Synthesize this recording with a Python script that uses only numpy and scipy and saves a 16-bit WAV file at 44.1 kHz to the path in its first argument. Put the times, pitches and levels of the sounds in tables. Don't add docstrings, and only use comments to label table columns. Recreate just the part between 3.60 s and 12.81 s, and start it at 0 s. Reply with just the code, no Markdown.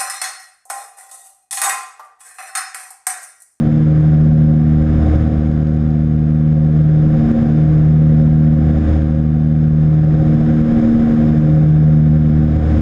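import sys
import numpy as np
from scipy import signal
from scipy.fft import rfft, irfft, next_fast_len
from scipy.io import wavfile
from scipy.ndimage import uniform_filter1d, map_coordinates

SR = 44100
rng = np.random.default_rng(int(sys.argv[2]) if len(sys.argv) > 2 else 0)


def persist_wave(psi):
    counts = np.round(np.clip(psi, -1, 1) * 32767).astype(np.int16)
    wavfile.write(sys.argv[1], SR, np.atleast_2d(counts).T)


N = 406161


def amp(db):
    return 10 ** (np.asarray(db) / 20)


def unit_rms(x):
    return x / np.sqrt(np.mean(x ** 2) + 1e-20)


def eq_curve(points, hz):
    point_hz, point_db = np.transpose(points)
    return np.interp(np.log(hz + 1), np.log(point_hz + 1), point_db)


def wobble(rate, step=100):
    coarse = np.arange(0, N + step, step)
    knots = rng.standard_normal(int(N * rate / SR) + 4)
    return np.interp(np.arange(N), coarse, map_coordinates(knots, [coarse * rate / SR]))


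def filtered(x, response):
    size = next_fast_len(N + SR // 2)
    return irfft(rfft(x, size) * response(np.fft.rfftfreq(size, 1 / SR)), size)[:N]


def noise(colour):
    return unit_rms(filtered(rng.standard_normal(N), lambda hz: amp(colour(hz))))


def resonance(hz, centre, width):
    return 1 / (1 + (2 * (hz - centre) / width) ** 2)


# centre in Hz, width in Hz, level in dB.
WHINES = [(3600, 82, -68), (5150, 300, -71)]

def machinery_whine():
    return sum(amp(db) * noise(lambda hz: 20 * np.log10(resonance(hz, centre, width)))
               for centre, width, db in WHINES)


# start in seconds, relative level in dB.
TICKS = [(1.915, -39.5), (2.071, -37), (2.306, -41.5), (2.5944, -44)]

def ticks(band_hz=(2300, 5500), t60_s=.012, gain_db=-4.5):
    t = np.arange(N) / SR
    envelope = sum(amp(db - 60 * np.abs(t - start) / t60_s) * (t >= start) for start, db in TICKS)
    band = signal.butter(2, band_hz, "bandpass", fs=SR, output="sos")
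    bright_noise = unit_rms(signal.sosfilt(band, rng.standard_normal(N)))
    return amp(gain_db) * envelope * bright_noise


# frequency in Hz, relative level in dB.
ROAR_EQ = [(10, -25), (24, 2.5), (70, 1.5), (210, 2), (295, -5), (370, -10.5), (450, -10), (545, -5),
           (598, -20.5), (650, -13.5), (755, -10.5), (850, -34), (1200, -65.5)]
# frequency in Hz, relative level in dB.
HISS_EQ = [(400, -21.5), (850, -5), (1100, 0), (1650, 0), (2000, -6.5), (2250, -8), (2650, -15),
           (3600, -15.5), (4300, -26), (5900, -31), (8200, -36.5), (10500, -42.5), (13000, -54)]
# centre in Hz, width in Hz, boost in dB.
PANE_RESONANCES = [(3760, 86, 1.5), (5110, 730, 9), (6700, 950, 9)]

def slipstream(near, roar_db=-23.0, hiss_db=-42.5, chop=.04, gust_db=0.57):
    def pane_db(hz):
        return sum(db * resonance(hz, centre, width) for centre, width, db in PANE_RESONANCES)

    roar = amp(roar_db + gust_db * wobble(8)) * noise(lambda hz: eq_curve(ROAR_EQ, hz))
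    hiss = amp(hiss_db + 0.14 * wobble(16)) * noise(lambda hz: eq_curve(HISS_EQ, hz) + pane_db(hz))
    return (roar + hiss) * (1 + chop * np.cos(near))


def partial(phase, order, db, waver_db=0.7, jitter_rad=0.02, bass_lead_cycles=.45):
    strength = np.sqrt(2) * amp(db + waver_db * wobble(7.6))
    shaken_phase = phase + jitter_rad * wobble(9.9)
    lead = 2 * np.pi * bass_lead_cycles / order
    return -strength * np.cos(order * shaken_phase + lead)


ENGINE_ORDERS = (.25, .75, 1.5, 2.25)
# far engine level in dB, near engine level in dB.
ENGINE_LEVELS = [(-52, -46.5), (-51, -43), (-43, -32), (-49, -41.5)]

def engines(far, near, waver_db=3.5):
    out = np.zeros(N)
    for order, (far_db, near_db) in zip(ENGINE_ORDERS, ENGINE_LEVELS):
        out += partial(far, order, far_db, waver_db) + partial(near, order, near_db, waver_db)
    return out


# time in seconds, near blades passing per second.
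BLADE_RATE = [(0.0, 76.61), (1.0, 76.95), (3.8, 76.44), (4.5, 77.13), (5.2, 76.81), (6.6, 76.88),
              (7.0, 77.15), (7.8, 76.7), (9.2, 76.49)]
# time in seconds, its lead in blades (whole = in step).
FAR_SLIP = [(0.0, -0.46), (0.35, -0.35), (1.7, 0.05), (2.65, 0.15), (3.49, 0.36), (4.17, 0.7), (4.83, 0.82),
            (5.47, 1.07), (6.64, 1.39), (7.75, 1.57), (9.2, 2.03)]

def blade_phases(inertia_s=0.31):
    t = np.arange(N) / SR
    near_cycles = np.cumsum(np.interp(t, *np.transpose(BLADE_RATE))) / SR
    slip = np.interp(t, *np.transpose(FAR_SLIP))
    eased_slip = uniform_filter1d(slip, int(inertia_s * SR), mode="nearest")
    return 2 * np.pi * (near_cycles + eased_slip), 2 * np.pi * near_cycles


# far level in dB, near level in dB.
BLADE_HARMONICS = [(-22.5, -23.5), (-14.5, -15), (-23.5, -21), (-44, -26), (-48, -44), (-48, -55),
                   (-45, -40.5), (-58.5, -58.5), (-61, -57)]

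def propellers(far, near):
    out = np.zeros(N)
    for order, (far_db, near_db) in enumerate(BLADE_HARMONICS, 1):
        polarity = 1 if order == 1 else -1
        out += partial(far, order, far_db) + polarity * partial(near, order, near_db)
    return out


def scene():
    far, near = blade_phases()
    drone = propellers(far, near) + engines(far, near)
    return (drone + slipstream(near) + machinery_whine() + ticks())[None]


def gain_control(x, ceiling_db=-5.0, release_db_per_s=42, attack_s=0.0011, snap=0.076):
    headroom_db = ceiling_db - 20 * np.log10(np.abs(x) + 1e-6)
    climb_db = release_db_per_s * np.arange(N) / SR
    cut_db = np.minimum.accumulate(np.minimum(0, headroom_db - climb_db))
    pole = np.exp(-1 / (attack_s * SR))
    eased_db = signal.lfilter([1 - pole], [1, -pole], cut_db)
    falling = np.diff(cut_db, prepend=0) < 0
    last_steady = np.maximum.accumulate(np.where(falling, 0, np.arange(N)))
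    snap_db = snap * (cut_db[last_steady] - eased_db)
    return x * amp(climb_db + eased_db + snap_db)


# frequency in Hz, gain in dB.
TREBLE_EQ = [(10500, 0), (13000, -7.5), (15700, -18)]

def record(dry):
    limit_hz = 15700
    levelled = gain_control(dry[0])
    return filtered(levelled, lambda hz: amp(eq_curve(TREBLE_EQ, hz)) * (hz < limit_hz))[None]


dry = scene()
out = record(dry)
persist_wave(out)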